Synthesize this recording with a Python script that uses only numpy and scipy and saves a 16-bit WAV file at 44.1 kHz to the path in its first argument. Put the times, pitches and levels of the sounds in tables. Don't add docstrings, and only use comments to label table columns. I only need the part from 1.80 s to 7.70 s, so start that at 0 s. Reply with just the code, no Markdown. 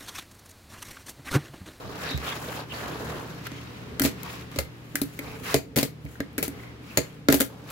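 import sys
import numpy as np
from scipy import signal
from scipy.fft import rfft, irfft, next_fast_len
from scipy.io import wavfile

SR = 44100
rng = np.random.default_rng(int(sys.argv[2]) if len(sys.argv) > 2 else 0)


def digitize_waveform(pressure):
    field = np.atleast_2d(pressure).T
    bounded = np.clip(field, -1, 1)
    quanta = np.round(bounded * 32767).astype(np.int16)
    wavfile.write(sys.argv[1], SR, quanta)


def ratio_of_db(decibels):
    return 10 ** (np.asarray(decibels, float) / 20)


N = 260229


def rms_one(x):
    return x / np.sqrt(np.mean(x ** 2) + 1e-20)


def at_hz(points, hz):
    table_hz, values = np.transpose(points)
    return np.interp(np.log(hz), np.log(table_hz), values)


def over_time(points):
    return np.interp(np.arange(N) / SR, *np.transpose(points))


def add_at(out, s, sound):
    out[..., round(s * SR):][..., :sound.shape[-1]] += sound


def drift(rate_hz):
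    step = int(np.clip(SR / rate_hz / 64, 1, 64))
    r = np.exp(-2 * np.pi * rate_hz * step / SR)
    white = rng.standard_normal(N // step + 1002)
    slow = signal.lfilter([1], [1, -2 * r, r * r], white)[1000:]
    return np.interp(np.arange(N) / step, np.arange(len(slow)), rms_one(slow))


def resonate(x, hz, width_hz):
    r = np.exp(-np.pi * width_hz / SR)
    poles = [1, -2 * r * np.cos(2 * np.pi * hz / SR), r * r]
    return signal.lfilter([(1 - r * r) / 2, 0, (r * r - 1) / 2], poles, x)


def swell(t, start, end, rise_s, fall_s, order):
    outside = np.maximum((start - t) / rise_s, (t - end) / fall_s)
    return ratio_of_db(-20 * np.maximum(0, outside) ** order)


def fades(times, levels_db, t60, rise_s):
    out, t = np.zeros(N + SR), np.arange(SR // 5) / SR
    shape = ratio_of_db(-60 * t / t60) * (1 - np.exp(-t / rise_s))
    for s, db in zip(times, levels_db):
        add_at(out, s, ratio_of_db(db) * shape)
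    return out[:N]


def pair(spectrum, likeness, balance):
    size = next_fast_len(N)
    hz = np.arange(size // 2 + 1) * SR / size + 1
    colour = ratio_of_db(at_hz(spectrum, hz)) * (hz < 15800)
    mid, side = rfft(rng.standard_normal((2, size))) * colour
    alike = np.clip(at_hz(likeness, hz), -.99, .99)
    lean = ratio_of_db(at_hz(balance, hz) / 2)
    mid, side = np.sqrt(1 + alike) * mid, np.sqrt(1 - alike) * side
    out = irfft([(mid + side) * lean, (mid - side) / lean], size)[:, :N]
    return out / np.std(out.mean(axis=0))


# (frequency [Hz], density [dB per Hz])
AIR_COLOUR = [(20, -25), (43, -17), (60, -14), (100, -13), (200, -14), (290, -13), (480, -18.5), (620, -23),
              (1400, -25), (2300, -26.5), (4500, -34.5), (8700, -46), (12500, -47), (15700, -48)]
# (frequency [Hz], left-right likeness [-1 to 1])
FAR_LIKENESS = [(60, 0.34), (180, 1), (550, 0.29), (1650, -0.19), (4970, -0.12), (15000, -0.164)]
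# (frequency [Hz], left over right [dB])
FAR_BALANCE = [(60, 2.5), (8000, 0), (15000, 4)]
# (time [s], level [dB])
AIR_LEVEL = [(0, -47.5), (.4, -47), (1.5, -45), (2.1, -45.5), (3, -48.5), (5.9, -49)]
# (frequency [Hz], width [Hz], level [dB])
HUM = [(75.1, 2.1, -10.5), (152.7, 2.8, -4.5), (180.8, 1.06, -8.5), (289.3, 8.64, -9.5)]


def room_tone():
    mains_hz, mains_db, hum_db = 119.4, 0, 1.5
    common, own = rng.standard_normal((2, N))
    white = common + 0.17 * own * [[1], [-1]]
    hum = rms_one(sum(ratio_of_db(db) * rms_one(resonate(white, hz, width)) for hz, width, db in HUM))
    mains = np.sqrt(2) * np.sin(2 * np.pi * mains_hz * np.arange(N) / SR)
    mains = mains * ratio_of_db(mains_db + 0.77 * drift(2.701))
    air = pair(AIR_COLOUR, FAR_LIKENESS, FAR_BALANCE) * ratio_of_db(2.2 * drift(0.89))
    return ratio_of_db(over_time(AIR_LEVEL)) * (air + ratio_of_db(hum_db) * hum + mains)


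# (frequency [Hz], left-right likeness [-1 to 1])
NEAR_LIKENESS = [(50, 0.4082), (200, 1), (700, 0.49), (1500, 0.102), (4000, 0.023), (12000, 0.036)]
# (frequency [Hz], left over right [dB])
NEAR_BALANCE = [(60, -1), (300, -3), (3000, 1.5), (6000, 0), (9000, 6.5), (15000, 11)]


def near(spectrum):
    return pair(spectrum, NEAR_LIKENESS, NEAR_BALANCE)


# (time [s], level [dB])
HAND_WEIGHT = [(0.0, -43), (1.0, -45), (1.26, -38), (1.85, -53), (2.15, -41.5), (2.89, -55.5), (3.22, -59),
               (3.48, -38.5), (3.79, -42), (4.03, -45), (4.37, -55.5), (4.78, -45.5), (4.93, -52),
               (5.42, -48), (5.9, -46)]
# (frequency [Hz], density [dB per Hz])
DRONE_COLOUR = [(40, -27.5), (70, 7), (150, -7), (270, 5), (330, -23.5), (430, 3), (560, -10.5), (800, -44)]


def drone():
    return ratio_of_db(over_time(HAND_WEIGHT) - 3.0 + 1.7 * drift(22.4)) * near(DRONE_COLOUR)


# (time [s], sway peak [dB], bounce over the sway [dB])
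THUMPS = [(0.048, -38, -15), (0.344, -22.5, -4.5), (2.221, -33, 4), (2.249, -31, -1), (2.78, -25.5, -9),
          (3.221, -41, 6), (3.746, -30.5, 9.5), (3.963, -35, 10.5), (4.03, -42, 14), (4.246, -32, -5),
          (4.399, -42, 5), (4.619, -42.5, 7), (5.177, -30, 3), (5.486, -29, 9.5), (5.529, -30.5, -7.5),
          (5.603, -35, -1.5)]


def thumps():
    sway_hz, bounce_hz, t60 = 70.816, 136.4, 0.2
    out, t = np.zeros((2, N + SR)), np.arange(SR // 4) / SR
    lead = np.array([[-.6], [.6]])
    sagging_t = t + 0.005691 * (1 - np.exp(-t / 0.00684))
    sway = np.sin(2 * np.pi * sway_hz * sagging_t + lead) * ratio_of_db(-60 * t / t60)
    bounce = np.sin(2 * np.pi * bounce_hz * t + 0.64 * lead) * ratio_of_db(-60 * t / (0.72 * t60))
    for s, db, bounce_db in THUMPS:
        swings = sway + ratio_of_db(bounce_db) * bounce
        add_at(out, s, ratio_of_db(db + 3.5) * swings * (1 - np.exp(-t / 0.0031)))
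    return out[:, :N] * ratio_of_db([[-2.2], [2.2]])


# (time [s], level [dB], frequency [Hz], length [s], width [Hz])
SQUEAKS = [(0.318, -36.5, 3800, 0.052, 400), (0.3, -40.5, 4600, 0.012, 400), (0.26, -38, 1700, 0.03, 400),
           (0.47, -38, 1300, 0.041, 530), (0.485, -35.5, 3260, 0.02, 980), (0.525, -40, 3400, 0.015, 500),
           (0.45, -45, 4300, 0.008, 500), (0.8, -46, 4200, 0.027, 1400), (0.92, -39, 2897, 0.018, 600),
           (0.96, -44, 4400, 0.025, 910), (1.319, -48, 1900, 0.095, 600), (2.47, -44.5, 980, 0.04, 260),
           (1.77, -50, 2200, 0.05, 600), (1.78, -51, 3100, 0.04, 600), (1.78, -58, 6500, 0.06, 1000),
           (3.205, -48, 1370, 0.02, 400), (3.51, -46.5, 2280, 0.084, 670), (4.819, -53, 2060, 0.13, 580),
           (5.108, -48.5, 2390, 0.027, 600)]


def squeaks():
    out, white = np.zeros((2, N)), rng.standard_normal((2, SR // 4))
    t = np.arange(SR // 4) / SR - 1 / 8
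    for s, db, hz, length, width in SQUEAKS:
        squeak = rms_one(resonate(resonate(white, hz, width), hz, width))
        add_at(out, s - 1 / 8, ratio_of_db(db) * np.exp(-(t / length) ** 2) * squeak)
    return out * ratio_of_db(2.6 * drift(85.26))


# (start [s], length [s], load at the start [dB], load at the end [dB])
PASSES = [
    (0.0, 0.33, -42.5, -41.5),
    (0.433, 0.38, -43, -38),
    (0.936, 0.4127, -39, -39),
    (1.367, 0.22, -39.5, -48),
    (1.704, 0.49, -59.5, -55),
    (3.42, 0.14, -47.5, -44),
    (4.72, 0.1709, -53, -56),
    (5.698, 0.21, -52, -50),
]
# (peak [s], rise [s per 20 dB], fall [s per 20 dB], level [dB], grit over it [dB])
SKIDS = [(0.27, 0.18, 0.14, -40.5, -11.5), (0.45, 0.15, 0.07, -49, -10), (0.5, 0.13, 0.11, -39, -8.5),
         (0.77, 0.46, 0.04, -48, -2), (0.95, 0.08, 0.37, -45.5, -7), (1.671, 0.04, 0.01, -42.5, -12),
         (1.8, 1, 0.5, -53.5, -10.5), (2.52, 0.18, 0.1693, -44.5, -8.5), (2.767, 0.1, 0.08, -52, -6),
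         (3.5, 0.63, 0.35, -56.5, -1), (3.72, 0.1148, 0.08, -36.5, -4.5), (4.33, 0.15, 0.1, -62, 2),
         (4.83, 0.2, 0.1, -63.5, -2), (5.13, 0.13, 0.3, -52.5, -5.5), (5.91, 0.06, 0.1, -47, -9)]
# (frequency [Hz], density [dB per Hz])
RUMBLE = [(200, -10), (300, -3), (430, 1.5), (600, -1.5), (1000, -3), (1640, -6), (1900, -15), (2800, -50)]
WHEEL = [(650, -27), (1100, 4.5), (1390, 0.5), (1740, 2), (2400, 0.5), (2530, 1.5), (3600, -13.5),
         (4680, -43.5), (7920, -120)]
AXLE = [(1530, -54), (2600, -5), (3170, -2.5), (3480, -5.5), (3770, -2.5), (5520, -7.5), (6120, -10.5),
        (7500, -17), (9750, -35), (16500, -120)]
GRIT = [(3410, -26.5), (5800, -5), (7030, 1.5), (8710, -7), (9850, -2.5), (13600, -3), (15100, -8.5),
        (16200, 3), (16500, -53)]


def rolling():
    touch_s, lift_s = 0.025, 0.08
    parts_over_load = ratio_of_db([[0], [-13], [-12], [-17]])
    t = np.arange(0, N / SR + .002, .001)
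    power = np.zeros((4, len(t)))
    for s, length, first_db, last_db in PASSES:
        load = ratio_of_db(np.interp(t, [s, s + length], [first_db, last_db]))
        load = load * swell(t, s, s + length, touch_s, lift_s, order=1)
        power += (load * parts_over_load) ** 2
    for s, rise_s, fall_s, db, grit_db in SKIDS:
        parts = ratio_of_db([[db - 3.5], [db], [db - 4], [db + grit_db]])
        power += (swell(t, s, s, rise_s, fall_s, order=2) * parts) ** 2
    bumps = drift(61.5) + 0.57 * drift(178) + 0.55 * drift(21)
    out = np.zeros((2, N))
    for level, colour, rough_db in zip(np.sqrt(power), (RUMBLE, WHEEL, AXLE, GRIT), (1.03, 0.86, 1.0, 0.57)):
        out += np.interp(np.arange(N) / SR, t, level) * ratio_of_db(rough_db * bumps) * near(colour)
    return out


PATCH_EDGES = (700, 1300, 2200, 3600, 6000)


def patchy(x):
    patch_db, grain_db = 1.0, 1.5
    size = next_fast_len(N)
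    whole = rfft(x, size)
    band = np.searchsorted(PATCH_EDGES, np.arange(size // 2 + 1) * SR / size)
    out = np.zeros((2, N))
    for k in range(len(PATCH_EDGES) + 1):
        gain = ratio_of_db(patch_db * drift(9.6) + grain_db * drift(77))
        out += irfft(whole * (band == k), size)[:, :N] * gain
    return out


# (time [s], crack peak [dB], then over the crack: sizzle [dB], low boom [dB], high boom [dB])
TAPS = [(0.3093, -29.5, -22.5, -4.5, -21), (0.3755, -27.5, -16, -21, -10), (1.668, -29, -11.5, -35, -22.5),
        (1.7161, -30.5, -24, -7, -11.5), (2.431, -32.5, -1.5, -10.5, -24), (2.6112, -35, -16, -18, -9.5),
        (2.715, -38, -16, -6, -16), (2.7598, -28.5, -19, -8, -6), (2.787, -12.5, -9, -15.5, -15.5),
        (3.1547, -22, -4.5, -18, -22), (3.2155, -24.5, 0, 1, -9), (3.3903, -26, -5.5, -3.5, -9.5),
        (3.7426, -13, -9, -11.5, -1), (4.0285, -20, -6.5, -2.5, -4.5), (4.2512, -44, -9, 10.5, 1.5),
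        (4.4032, -23, -14, -3, -8), (4.5294, -58, 0.5, -8.5, -8), (4.58, -21, -5.5, -7, -9),
        (4.627, -16.5, -5, -17, -12.5), (4.6508, -30, -18.5, -7, -16), (4.6793, -33, 0, 5, -6),
        (5.1728, -12.5, -4, -17.5, -8.5), (5.1813, -18.5, -10, -7.5, -3)]
LANDINGS = [(2.1959, -15, -4, -13, -44.5), (2.206, -30, -20, 10, -17), (2.2176, -16.5, -2.5, -0.5, -11),
            (2.2364, -26, -10.5, -3.5, -4), (2.2486, -18, -18, -6, -5), (2.2569, -25.5, -6.5, -9, 0.5),
            (3.9594, -20.5, -8.5, -20, -14), (3.9647, -17, -11, -5, -6), (3.9727, -22.5, -7, 1.5, 2),
            (3.9837, -22, -14.5, 3, -1), (5.485, -7, -16, -3, -7), (5.4999, -22, -14, -4, 0),
            (5.522, -15.5, -8, -9.5, -16.5), (5.525, -13, -6.5, -13, -8.5), (5.5337, -20, -10, -1, -2.5),
            (5.5416, -16, -5, -4, -6), (5.594, -33, -17, -11, -13.5), (5.6019, -20, -1.5, -6, -6),
            (5.607, -18, -2, -6, -8.5), (5.6145, -14, -11, -11, -15)]
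REBOUNDS = [
    (0.2886, -31, -17, -13, -4),
    (0.4432, -32, -12, -20, -15),
    (0.9487, -37, -14, -20, -15),
    (1.6536, -38, -18, -20, -15),
    (3.146, -53, -8, 21, 9),
    (4.585, -29, -8, -4, -8),
    (4.591, -32, -12, 0.5, -3),
    (4.634, -26.5, -10, -8, -9),
]
# (time [s], level [dB])
CHATTERS = [(2.2163, -32), (2.2362, -27), (2.2487, -22), (2.7598, -36), (2.7871, -30.5), (3.1546, -35.5),
            (3.2156, -39), (3.7425, -26.5), (3.9591, -28), (3.9727, -26.5), (3.9834, -25.5),
            (4.0284, -31.5), (4.58, -37), (4.627, -31.5), (4.6508, -42), (5.1728, -45), (5.1813, -45),
            (2.1959, -47.5), (5.485, -33), (5.5001, -26), (5.5416, -25), (5.6019, -32.5)]


def blows():
    s, db, *others = np.transpose(sorted(TAPS + LANDINGS) + REBOUNDS)
    chatter_db = np.full(len(s), -25.5)
    for loose_s, loose_db in CHATTERS:
        k = np.argmin(np.abs(s - loose_s))
        chatter_db[k] = loose_db - db[k]
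    return s, db, *others, chatter_db


# (time [s], peak [dB], frequency [Hz], t60 [s])
HOLLOWS = [(2.2188, -19, 360, .05), (2.2468, -14, 266, 0.04), (2.2657, -27, 330, .06),
           (2.787, -19.5, 554, .05), (3.2165, -23.5, 380, 0.064), (3.745, -13, 560, .05),
           (4.031, -26, 400, .04), (4.404, -28, 505, .04), (4.586, -31, 300, .05), (4.628, -27, 564, 0.034),
           (4.68, -31, 330, .05), (5.174, -26.5, 872, 0.061), (5.1815, -26, 556, .05),
           (5.4868, -9, 500, .012), (5.6115, -15, 300, .03), (5.608, -19, 538, 0.053)]


def hollows():
    out, t = np.zeros(N + SR), np.arange(SR // 6) / SR
    for s, db, hz, t60 in HOLLOWS:
        envelope = ratio_of_db(db - 60 * t / t60) * (1 - np.exp(-t / 0.00084))
        add_at(out, s, envelope * np.sin(2 * np.pi * hz * t))
    return out[:N]


# (frequency [Hz], level [dB], t60 [s])
DESK_LOW = [(245, -3.5, 0.031), (272.7, 2, 0.07655), (283.6, 1, 0.061)]
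DESK_HIGH = [(377, -3, 0.088), (437, -4.5, 0.076), (479, -6, 0.089), (563, 0.5, 0.035),
             (646.3, -6.5, 0.081), (846, -18.5, 0.066)]
PLY_KNOCK = [(1263, -17, 0.031), (1366, -19, 0.047), (1700, -15.5, 0.033), (2080, -13, 0.047),
             (2400, -23, 0.12)]


def desk():
    s, db, _, low_db, high_db, _ = blows()
    at, out = np.round(s * SR).astype(int), np.zeros((2, N))
    modes = [(mode, low_db) for mode in DESK_LOW]
    modes += [(mode, high_db) for mode in DESK_HIGH]
    modes += [(mode, 0) for mode in PLY_KNOCK]
    for (hz, mode_db, t60), boom_db in modes:
        luck, delay, lean = rng.standard_normal((3, len(s)))
        strength = ratio_of_db(db + boom_db + mode_db + 2.2 * luck) * np.sign(delay)
        late = np.round(np.abs(delay) * 0.00119 * SR).astype(int)
        pushes = np.full((2, N), 1e-18)
        pushes[:, at + late] = strength * (1 + hz / 1500 * lean * [[1], [-1]])
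        r, w = ratio_of_db(-60 / (t60 * SR)), 2 * np.pi * hz / SR
        out += signal.lfilter([0, np.sin(w)], [1, -2 * r * np.cos(w), r * r], pushes)
    soft_contact = signal.butter(1, 1200, fs=SR, output="sos")
    return signal.sosfilt(soft_contact, out)


# (time [s], peak [dB], low note [Hz], high note [Hz], high note over the low [dB])
NOTES = [(1.6671, -22, 1560, 3074, -2.5), (2.1964, -14.5, 1600, 3270, -2), (2.2182, -18, 1700, 5087, 5),
         (2.2486, -22, 1880, 4240, 5), (2.787, -20.5, 2065, 4600, 4), (3.1561, -13.5, 1767, 5060, -7),
         (3.2154, -31, 2029, 4230, 16), (3.3902, -19.5, 2080, 4120, -10), (3.7419, -15.5, 2040, 4520, -9),
         (3.963, -38, 2560, 4886, 2), (4.0296, -21.5, 2170, 4480, 9.5), (4.2627, -33, 2179, 4170, -11),
         (4.355, -31.5, 1623, 3580, -15), (4.4039, -16.5, 1837, 3660, -8), (4.5798, -17, 1600, 4595, -20.5),
         (4.5855, -19, 2250, 4440, -12), (4.6269, -17, 2330, 4060, -13), (5.172, -28, 2311, 4650, -6.5),
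         (5.4858, -5, 1450, 4100, -15), (5.5244, -12.5, 1880, 4131, -17), (5.5942, -28.5, 1681, 3544, 1),
         (5.6056, -12.5, 1620, 3570, 1.5)]
NOTE_SPREAD = (.88, .97, 1.05, 1.16)


def notes():
    out, t = np.zeros((2, N + SR)), np.arange(SR // 6) / SR
    attack = 1 - np.exp(-t / 0.00019)
    for s, db, low_hz, high_hz, high_db in NOTES:
        for hz, level_db, t60 in ((low_hz, db - 11.5, 0.036), (high_hz, db + high_db - 13.5, 0.028)):
            turns = rng.random((len(NOTE_SPREAD), 2, 1))
            tones = sum(np.sin(2 * np.pi * (hz * detune * t + turn)) for detune, turn in zip(NOTE_SPREAD, turns))
            add_at(out, s, ratio_of_db(level_db - 60 * t / t60) * attack * tones)
    return out[:, :N]


# (time [s], level [dB], t60 [s], ring over the crack [dB])
POPS = [
    (3.7419, -15, 0.2, -17),
    (5.172, -9.5, 0.15, -15),
]
# (frequency [Hz], width [Hz], level [dB])
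DECK = [(2200, 700, 0), (4400, 900, 0), (6900, 1000, 1), (9700, 1000, -7), (12200, 1600, -8),
        (15200, 1000, -11)]


def deck():
    out, t = np.zeros((2, N)), np.arange(SR // 4) / SR
    for s, db, t60, ring_db in POPS:
        white = rng.standard_normal((2, len(t)))
        bands = sum(ratio_of_db(level_db) * resonate(resonate(white, hz, width), hz, width) for hz, width, level_db in DECK)
        ring = ratio_of_db(db + ring_db - 60 * t / t60)
        snap = ratio_of_db(db - 2.5 - 60 * t / 0.0082)
        add_at(out, s + .001, (ring + snap) * rms_one(bands) * ratio_of_db([[2.1], [-2.1]]))
    return out * ratio_of_db(3.4 * drift(180.0))


# (frequency [Hz], density [dB per Hz])
CRACK = [(410, -8.5), (700, -3.5), (1100, -8), (1440, -6), (1700, -6.5), (3690, -7), (4000, -6.5),
         (5890, -10.5), (8000, -11), (10400, -50), (17600, -120)]
SIZZLE = [(3530, -48), (6000, -5), (6770, -7), (8920, -5.5), (12100, 0), (14000, -3.5), (16200, -5.5),
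          (16800, -70)]


def cracks():
    s, db, sizzle_db, _, _, chatter_db = blows()
    lumps, splinters = ratio_of_db(2.4 * drift(270)), ratio_of_db(4.04 * drift(1050))

    def shape(level_db):
        burst = fades(s + 0.0005, level_db - 2, t60=0.014, rise_s=0.00004)
        chatter = fades(s, level_db + chatter_db, t60=0.15, rise_s=0.0012)
        return splinters * burst + lumps * chatter

    plain = near(CRACK)
    body = plain + 0.53 * sum(resonate(plain, hz, width) for hz, width, _ in DECK[:3])
    return shape(db - 3.5) * rms_one(body) + shape(db + sizzle_db + 4.0) * near(SIZZLE)


def room(x):
    t60, level_db = 0.21, -13
    t = np.arange(SR // 3) / SR
    tail = rng.standard_normal((2, len(t))) * ratio_of_db(-60 * t / t60) * (t > .003)
    tail = signal.lfilter([1], [1, -.55], tail)
    tail = tail / np.sqrt(np.sum(tail ** 2, axis=1, keepdims=True))
    return ratio_of_db(level_db) * signal.fftconvolve(x, tail, axes=1)[:, :N]


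def scene():
    background = room_tone() + drone()
    moving = thumps() + squeaks() + patchy(rolling())
    struck = hollows() + desk() + notes() + deck() + cracks()
    return background + moving + struck + room(struck)


def band_limit(x):
    return signal.sosfilt(signal.butter(12, 16990, fs=SR, output="sos"), x)


def record(dry):
    low_cut = signal.butter(2, 39, "high", fs=SR, output="sos")
    top_cut = signal.cheby2(10, 60, 17500, fs=SR, output="sos")
    rounded = 1.217 * np.tanh(signal.sosfilt(low_cut, dry) / 1.395)
    mix = signal.sosfilt(top_cut, rounded)
    return band_limit(mix)


dry = scene()
out = record(dry)
digitize_waveform(out)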